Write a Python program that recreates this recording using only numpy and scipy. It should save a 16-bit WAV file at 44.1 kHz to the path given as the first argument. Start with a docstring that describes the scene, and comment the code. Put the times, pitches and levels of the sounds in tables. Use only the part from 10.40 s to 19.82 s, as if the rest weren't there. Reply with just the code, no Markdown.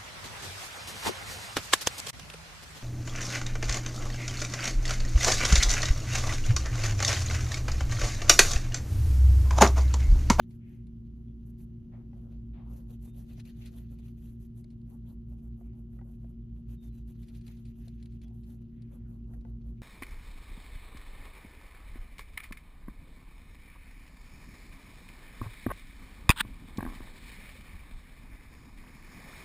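"""A wax crayon is rubbed back and forth on a colouring page lying on a table, close to a two-port microphone.
Wax catching on paper fibres is grainy noise (hiss); it shakes the page (rustle) and the table (rumble).
The page ticks with short noise bursts, and dull knocks ring a few modes of the table.
Behind it, steady sines of motors and mains hum and beat, and shaped noise is the air's rumble and faint hiss.
Soft noise swells are scuffs further off, and short gliding sines are a bird's pips outside."""
import sys
import numpy as np
from scipy import signal
from scipy.fft import rfft, irfft, next_fast_len
from scipy.io import wavfile
from scipy.ndimage import uniform_filter1d

SR = 44100
rng = np.random.default_rng(int(sys.argv[2]) if len(sys.argv) > 2 else 0)


def unload_wav(signal):
    """Save mono or channel-first audio to the path in sys.argv[1] as 16-bit WAV at rate SR, clipped to [-1, 1]."""
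    wavfile.write(
        sys.argv[1],
        SR,
        np.round(np.clip(np.atleast_2d(signal).T, -1, 1) * 32767).astype(np.int16),
    )


def undo_db(level):
    """Turn decibels back into plain size, where 20 dB means ten times bigger."""
    steps = np.asarray(level, float) / 20
    return 10 ** steps


N = 415403
T = np.arange(N) / SR  # time in s
SIZE = next_fast_len(N)  # transform length for filtering
HZ = np.arange(SIZE // 2 + 1) * SR / SIZE + 1e-6  # just above zero, so that its log exists

# colour of the table's rumble, under strokes and ticks: [f/Hz, relative level/dB]
TABLE_RUMBLE = [(250, -11), (450, 7), (700, 3.5), (1000, -4.5), (1500, -10.5), (2200, -38.5)]


def table(points):
    """A list of (Hz, value) points read at every frequency, straight on a log frequency axis."""
    hz, value = np.transpose(points)
    return np.interp(np.log(HZ), np.log(hz), value)


def shape(x, gain):
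    """Filter by a gain given at every frequency."""
    return irfft(rfft(x, SIZE) * gain, SIZE)[..., :N]


def unit_rms(x):
    """Scale a sound to an rms of one."""
    return x / np.sqrt(np.mean(x ** 2))


def colour(x, points):
    """Shape a sound by (Hz, dB) points and bring it to unit rms."""
    return unit_rms(shape(x, undo_db(table(points))))


def walk(rate):
    """Smooth random drift of unit spread: noise averaged twice over 1 / rate seconds."""
    k = int(SR / rate)
    smooth = uniform_filter1d(uniform_filter1d(rng.standard_normal(N), k), k)
    return smooth / smooth.std()


def grit(spread_db, patchy_db, patch_rate):
    """Dense catches of wax on fibres: some large ones among many small, in patches."""
    catch_db = spread_db * np.minimum(rng.exponential(size=N), 6.5)
    patch_db = patchy_db * walk(patch_rate)
    return undo_db(catch_db + patch_db) * rng.standard_normal(N)


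def flex(x, wander_db, rate, low, count):
    """As the rubbed sheet bends, each third of an octave from low (Hz) up swells and fades on its own."""
    y = np.zeros(N)
    for centre in np.log2(low) + np.arange(count) / 3:
        distance = np.abs(np.log2(HZ) - centre)  # in octaves
        band = shape(x, np.clip(1 - 3 * distance, 0, 1))
        y += undo_db(wander_db * walk(rate)) * band
    return unit_rms(y)


def ports(x, pan_db, alike, spare):
    """A sound at the two ports, with a treble lag; a spare signal supplies the part that is not alike."""
    # how far the left port's phase is ahead of the right's: [f/Hz, phase/rad]
    left_lead = [(0, 0), (5200, -.2), (6700, -1.2), (7900, -2.8), (8900, -3.5), (10500, -5.8),
                 (11100, -6.1), (13200, -6.5), (14600, -8.5), (15300, -9.3)]
    alike = np.clip(alike, 0, 1)
    sign = np.array([[1], [-1]])  # left, right
    turn = np.exp(.5j * sign * np.interp(HZ, *np.transpose(left_lead)))
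    shared = shape(x, np.sqrt((1 + alike) / 2) * turn)
    opposed = sign * shape(spare, np.sqrt((1 - alike) / 2))
    return (shared + opposed) * undo_db(sign * pan_db / 2)


def crayon():
    """Each stroke speeds up and slows down, driving hiss, page and table together."""
    # strokes: [middle t/s, length/s, hiss level at full speed/dB, page rustle over hiss/dB]
    strokes = [(0.023, .045, -84, 10.5), (.132, 0.069, -76.5, -5), (0.318, .11, -81.5, -2),
               (0.813, 0.1, -91, -6), (1.084, .052, -74, -12), (1.217, 0.05, -69.5, -9),
               (1.78, .057, -84.5, -1), (1.85, 0.075, -86, -3), (1.935, .063, -87, 8),
               (2.357, 0.11, -69.5, -5.5), (2.519, 0.059, -68, -6.5), (2.66, 0.067, -65.5, -9),
               (2.794, 0.078, -68, -4.5), (2.918, 0.074, -71, 0.5), (2.994, 0.042, -70.5, 7),
               (3.08, 0.057, -69.5, 6), (3.208, .06, -70, 1), (3.262, 0.041, -67, 4),
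               (3.369, .095, -69.5, -2.5), (3.528, 0.043, -70.5, -11), (3.597, 0.024, -77.5, -5),
               (3.667, 0.077, -73, -1), (3.859, .12, -70.5, -5), (4.035, .055, -73.5, -6),
               (4.188, 0.051, -70.5, -8), (4.322, 0.031, -88.5, 4), (4.523, .07, -73, -11),
               (4.701, .066, -73.5, -7), (4.917, .06, -81.5, -4.5), (4.99, 0.039, -85, -5),
               (5.056, 0.063, -79.5, -10), (5.209, 0.072, -80, -15), (5.263, 0.028, -81.5, -6),
               (5.388, .065, -82, -9), (5.552, 0.069, -78.5, -3.5), (5.696, .11, -78.5, -12),
               (5.843, 0.075, -84.5, -2), (5.904, 0.028, -78.5, -17), (6.178, .055, -85, -13),
               (6.321, 0.057, -70.5, -3), (6.453, 0.059, -69.5, -5), (6.581, .068, -76.5, -1.5),
               (6.699, .046, -71, -6), (6.755, 0.022, -87, 7), (6.821, 0.057, -75.5, -5),
               (6.893, .06, -76.5, 2.5), (6.953, 0.068, -72, -1.5), (7.096, 0.075, -68.5, 2),
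               (7.187, 0.09, -79.5, 0), (7.29, 0.044, -77.5, 0), (7.401, 0.069, -74, -8),
               (7.467, 0.06, -75.5, -2), (7.638, 0.049, -85.5, -7), (7.753, 0.025, -85.5, 1),
               (7.838, 0.023, -78, 9), (7.982, 0.092, -79.5, -10), (8.113, 0.076, -71, -5),
               (8.222, 0.025, -83.5, 1), (8.543, .06, -72.5, -13), (8.726, 0.092, -80, -7),
               (8.932, 0.08, -79.5, -10), (9.089, 0.057, -87.5, -2), (9.281, 0.064, -81.5, -2.5)]
    # slow state of the sheet:
    # [t/s, rustle level between strokes/dB, table rumble level at full speed for a -75 dB hiss/dB]
    sheet_state = [(0, -92, -80), (.3, -89.5, -80.5), (1.3, -89, -75), (1.8, -90, -66),
                   (2.35, -88.5, -67.5), (2.6, -86, -69), (2.9, -91, -71), (3.2, -73, -74),
                   (3.4, -78.5, -71), (4.0, -88.5, -79.5), (4.4, -91.5, -72), (5.0, -92.5, -72),
                   (5.7, -93, -71), (6.3, -88, -73.5), (6.9, -84, -76.5), (7.6, -78.5, -76.5),
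                   (8.0, -88, -75.5), (8.6, -90.5, -67), (9.4, -88, -67)]
    # colour of wax on paper fibres: [f/Hz, relative level/dB]
    hiss_colour = [(3500, -30), (5000, -26), (5900, -12), (7500, -4), (8400, 3), (9300, -4.5),
                   (11000, -3.5), (11900, 0.5), (12800, -3), (13600, -11.5), (14500, -3.5), (15400, -2.5),
                   (16000, -26.5)]
    # colour of the shaken page: [f/Hz, relative level/dB]
    rustle_colour = [(710, -42.5), (1200, -7), (1460, -5.5), (2070, -3), (2240, -6), (2470, -1),
                     (2970, -2.5), (4160, -5), (5720, -14), (6500, -7.5), (8450, -46), (14300, -120)]
    edge_db, squareness = -5.5, 2.57  # level half a length from the middle; how flat a stroke's top is
    drag_db = -7.5  # hiss of the tip dragging between strokes, over the rustle there
    rumble_follows = 0.37  # dB of rumble per dB of hiss above -75
    resting_db = -13.5  # rumble between strokes, against the sheet's rumble level

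    power = np.zeros((3, N))  # hiss, page, table
    s, rustle_db, rumble_db = np.transpose(sheet_state)
    for middle, length_s, hiss_db, page_db in strokes:
        on = slice(max(int((middle - .3) * SR), 0), int((middle + .3) * SR))
        speed_db = edge_db * (2 * np.abs(T[on] - middle) / length_s) ** squareness
        desk_db = np.interp(middle, s, rumble_db) + rumble_follows * (hiss_db + 75)
        full_db = np.array([[hiss_db], [hiss_db + page_db], [desk_db]])
        power[:, on] += undo_db(full_db + speed_db) ** 2
    rustle_between_db = np.interp(T, s, rustle_db)
    power[0] += undo_db(rustle_between_db + drag_db) ** 2
    power[1] += undo_db(rustle_between_db) ** 2
    power[2] += undo_db(np.interp(T, s, rumble_db) + resting_db) ** 2

    fine = grit(2.9, 2.0, 90)
    hiss = flex(colour(fine, hiss_colour), 1.4, 25, 3200, count=9)
    hiss_spare = colour(fine * rng.choice([-1, 1], N), hiss_colour)  # same catches, random signs
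    hiss_alike = table([(6000, 0.99), (8400, .93), (11000, 1.0), (13000, 0.94), (14500, 0.39)])
    # the page shares the fine catches of the hiss
    page_grits = (fine + grit(3.8, 3.1, 65), grit(1.5, 4.3, 60))
    page = [flex(colour(x, rustle_colour), 2.9, 49, 685, count=12) for x in page_grits]
    desk = [flex(colour(grit(2.8, 2.0, 36), TABLE_RUMBLE), 1.7, 23, 250, count=11) for _ in range(2)]
    layers = [ports(hiss, 0, hiss_alike, hiss_spare),
              ports(page[0], 1.3, 0.36, page[1]),
              ports(desk[0], -0.72, 0.13, desk[1])]
    return np.sum(np.sqrt(power)[:, None] * layers, axis=0)


def tones(rows, phases):
    """Steady sines, each with its own rms level and left-right balance."""
    out = np.zeros((2, N))
    for (hz, db, pan_db), phase in zip(rows, phases):
        level = undo_db(db + np.array([[pan_db], [-pan_db]]) / 2)
        out += np.sqrt(2) * level * np.cos(2 * np.pi * hz * T + phase)
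    return out


def hum():
    """Close tones beat: pump against fan swells slowly, pump against mains throbs about four times a second."""
    # steady tones of a pump, the mains, fans and a thin buzz: [f/Hz, level/dB, left minus right/dB]
    pump_tones = [(57.87, -53.7, -1.3), (115.74, -51.2, .5), (231.5, -50.4, 1.7), (347.24, -76, -8)]
    mains_tones = [(119.97, -56.2, -.3), (239.94, -63.7, -3.1), (359.92, -68.1, -5.3), (479.89, -92, -7)]
    fan_tones = [(58.59, -51.4, -1.6), (24.1, -74, 0), (34.47, -65, -.5), (73.3, -68, -2), (104.5, -67, 0),
                 (109.64, -62.3, .2), (137.2, -69, 0), (140.64, -64, -.7), (149.43, -60.7, .8),
                 (168, -68, -.8), (174.4, -69.5, -1.4), (209, -73, 1), (269.4, -73, 1.5), (274.4, -76, -2),
                 (295, -79, 0)]
    buzz_tones = [(948.1, -102, -5), (1303.7, -101, -2), (1362.9, -103, -4), (2844.4, -99.6, -2),
                  (2903.7, -105, -1), (3022.2, -105, 6), (3081.4, -107, 3), (3199.9, -107, 5),
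                  (3318.5, -107, 7)]
    # a low tone that comes and goes: [t/s, level/dB]
    waver_level = [(0, -59.5), (.9, -66.5), (2.1, -46), (3, -50.5), (3.7, -62), (4.5, -51.5), (6, -46.5),
                   (7.4, -50.5), (8, -68), (8.6, -47.5), (9.42, -43.5)]
    waver_hz = 52.15
    swell_s, throb_s = .853, .1586  # first moments when pump and fan, pump and mains pull together

    groups = (pump_tones, mains_tones, fan_tones, buzz_tones)
    pump, mains, fans, buzz = phases = [rng.uniform(0, 2 * np.pi, len(rows)) for rows in groups]
    # set the beating partners in step at those moments
    fans[0] = pump[0] - 2 * np.pi * (fan_tones[0][0] - pump_tones[0][0]) * swell_s
    mains[0] = pump[1] - 2 * np.pi * (mains_tones[0][0] - pump_tones[1][0]) * throb_s
    waver_phase = 2 * np.pi * waver_hz * T + .5 * walk(7.2)
    waver = np.sqrt(2) * np.cos(waver_phase) * undo_db(np.interp(T, *np.transpose(waver_level)))
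    return sum(tones(rows, phase) for rows, phase in zip(groups, phases)) + waver


def air():
    """Broad rumble and faint hiss of the room; the deep bass is nearly the same at both ports."""
    # colour of the room's air: [f/Hz, relative level/dB]
    air_colour = [(12, -29.5), (22, -7.5), (50, -1), (115, -5.5), (180, -6), (252, -10.5), (306, -18),
                  (371, -18), (427, -30), (787, -44), (1340, -49), (3300, -57.5), (7500, -60.5),
                  (12700, -66), (13600, -63), (15500, -74), (16000, -83)]
    # how alike the two ports hear it: [f/Hz, likeness from 0 to 1]
    likeness = [(60, 0.97), (250, 0.83), (500, 0.086), (1400, 0.057), (3000, 0.085), (7000, 0.17),
                (12000, 1), (15000, 0.51)]
    mid, side = (colour(rng.standard_normal(N), air_colour) for _ in range(2))
    level_db = -50.5 + 1.1 * walk(0.37)
    return undo_db(level_db) * ports(mid, -1.2, table(likeness), side)


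def ticks():
    """A quick crackle of the sheet with a grainy tail, and a little thud under it."""
    # page crackles: [t/s, level/dB, time to fall 60 dB/s]
    crackles = [(0.107, -64.5, .065), (0.468, -65.5, 0.035), (2.8689, -74, 0.032), (2.998, -51.5, 0.047),
                (3.052, -58, .044), (3.2582, -52.5, 0.096), (3.5872, -65, 0.059), (4.2424, -57.5, .018),
                (4.302, -70.5, 0.091), (4.4144, -73, 0.029), (6.6755, -68.5, .04), (6.829, -63.5, 0.098),
                (6.8833, -60, 0.068), (6.9481, -62.5, 0.13), (7.01, -65.5, 0.073), (7.0655, -58, .045),
                (7.0786, -54, 0.032), (7.1676, -69, 0.13), (7.251, -63, 0.11), (7.4807, -57, 0.042),
                (7.6257, -58, 0.044), (7.6563, -59, 0.031), (7.7198, -71, 0.12), (7.8153, -60.5, .05),
                (7.8805, -68.5, 0.029), (8.0316, -71, 0.15), (8.42, -60.5, 0.033), (9.009, -69, 0.037)]
    # colour of a crackle: [f/Hz, relative level/dB]
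    crackle_colour = [(900, -27), (1500, -9.5), (2200, 1), (3200, -3), (4200, 3.5), (6000, -11), (9000, 2),
                      (13000, -34), (15500, -22)]
    rise_s, thud_db, thud_t60_s = 0.0013, -16, 0.1  # thud level is against the crackle
    crack, thud = np.zeros(N), np.zeros(N)
    for s, level_db, ring_s in crackles:
        on = slice(int(s * SR), int((s + 0.11) * SR))  # longer tails stop here
        age = T[on] - T[on][0]
        rise = 1 - np.exp(-age / rise_s)
        tail = rise * undo_db(-60 * age / ring_s)
        snap = .4 * undo_db(-60 * age / .006)
        crack[on] += undo_db(level_db) * (tail + snap)
        thud[on] += rise * undo_db(level_db + thud_db - 60 * age / thud_t60_s)
    colours = (crackle_colour, crackle_colour, TABLE_RUMBLE, TABLE_RUMBLE)
    noise = [colour(grit(2.9, 0.5, 200), points) for points in colours]
    sheet = ports(noise[0], 3, .85, noise[1])
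    desk = ports(noise[2], 0, 0.46, noise[3])
    return crack * sheet + thud * desk


def scuffs():
    """Soft, roomy rubs: a quick rise and a long dull fade of banded noise, different at each port."""
    # distant scuffs: [t/s, rise/s, time to fade 39 dB/s, level/dB, centre f/Hz, octaves to 9 dB down]
    rubs = [(.2, 0.022, 0.37, -72.5, 2150, 0.55), (1.515, 0.0086, 0.21, -68, 890, 1.26),
            (1.52, .02, .25, -70.5, 596, 0.38), (1.725, .03, 0.37, -73.5, 597, 0.53),
            (2.13, 0.0055, 0.23, -71, 2200, 0.78), (2.135, 0.013, 0.36, -64, 704, 0.75),
            (2.25, 0.033, 0.17, -66.5, 890, .6), (4.5, .02, 0.11, -64.5, 790, .6),
            (4.655, .01, .08, -74, 3200, .4), (5.22, 0.032, 0.24, -79.5, 2280, .4),
            (8.3, 0.067, 0.68, -77.5, 2000, 0.73), (7.83, 0.028, .2, -68.5, 690, .5),
            (8.06, .03, 0.21, -73, 690, 0.38), (8.64, .02, 0.093, -73, 1470, .3),
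            (9.37, 0.0072, 0.046, -74, 2360, 0.35)]
    mid, side = grit(1.2, 1.8, 40), grit(1.2, 1.7, 40)
    both = np.array([mid + 1.2 * side, mid - 0.6 * side])
    out = np.zeros((2, N))
    for s, rise_s, fade_s, db, hz, octaves in rubs:
        age = np.maximum(T - s, 0)
        swell = (1 - np.exp(-age / rise_s)) * undo_db(db - 39 * (age / fade_s) ** 2)
        band = [(hz * 2 ** (k * octaves), -9 * k * k) for k in range(-3, 4)]
        out += swell * colour(both, band)
    return out


def bird():
    """Thin, nearly pure gliding pips with a slight flutter in level, a little louder on the right."""
    # bird pips: [t/s, length/s, start f/Hz, end f/Hz, level/dB]
    pips = [(.868, .065, 3350, 3360, -89), (2.65, .125, 3630, 3680, -82), (6.375, .13, 3700, 3520, -81),
            (6.5, .115, 4060, 3820, -87), (7.815, .062, 3370, 3350, -78)]
    out, flutter_db = np.zeros(N), 1.6 * walk(60)
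    for s, length_s, start_hz, end_hz, db in pips:
        share = np.clip((T - s) / length_s, 0, 1)  # how much of the pip has passed
        pitch_hz = start_hz + (end_hz - start_hz) * share ** 2
        phase = 2 * np.pi * np.cumsum(pitch_hz) / SR
        swell = np.sin(np.pi * share ** 0.53) ** 0.32
        out += undo_db(db + flutter_db) * swell * np.sin(phase)
    return np.sqrt(2) * out * undo_db(np.array([[-1.], [1.]]))


def knocks():
    """Dull knocks of crayon or knuckle: each rings the table's short modes with its own mix."""
    # knocks: [t/s, level/dB, brightness/dB per octave around 700 Hz]
    hits = [(1.522, -73, -8), (1.732, -65.5, -7.5), (4.651, -72, -5), (5.212, -65.5, -15),
            (5.334, -67.5, -17), (5.53, -74, -2), (5.59, -65.5, 0.5), (5.614, -61.5, -6), (5.845, -62, -13),
            (7.475, -62.5, -14), (8.937, -66, -0.5), (9.051, -58.5, -8)]
    # modes of the table, before each knock's random detuning: [f/Hz, relative level/dB, time to fall 60 dB/s]
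    modes = [(560, 1, 0.032), (728, 6.5, 0.055), (910, -2.5, 0.064), (1360, 1, 0.034), (1630, -2.5, 0.057),
             (1960, -1, 0.064), (2600, -12.5, .01)]
    out, age = np.zeros((2, N + SR)), T[:SR // 10]
    hz, db, t60_s = np.transpose(modes)[:, :, None]
    chance = rng.standard_normal((len(hits), 3, len(hz), 1))
    for (s, level_db, tilt_db), (mix, detune, spread) in zip(hits, chance):
        mode_db = level_db + db + tilt_db * np.log2(hz / 700) + 2 * mix
        ring = undo_db(mode_db - 60 * age / t60_s)
        phase = 2 * np.pi * hz * (1 + 0.052 * detune) * age
        start = int(s * SR)
        for side, sign in zip(out, (1, -1)):  # the ports hear each mode at different phases
            side[start:start + len(age)] += np.sum(ring * np.sin(phase + 0.85 * sign * spread), axis=0)
    return out[:, :N]


def scene():
    """Everything at the two ports."""
    return crayon() + hum() + air() + ticks() + scuffs() + bird() + knocks()


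def band_limit(x):
    """A steep low-pass at the top of the band."""
    return signal.sosfilt(signal.butter(12, 15610, fs=SR, output="sos"), x)


def record(dry):
    """The finished mix of the two ports, as it is stored."""
    return band_limit(dry)


dry = scene()
out = record(dry)
unload_wav(out)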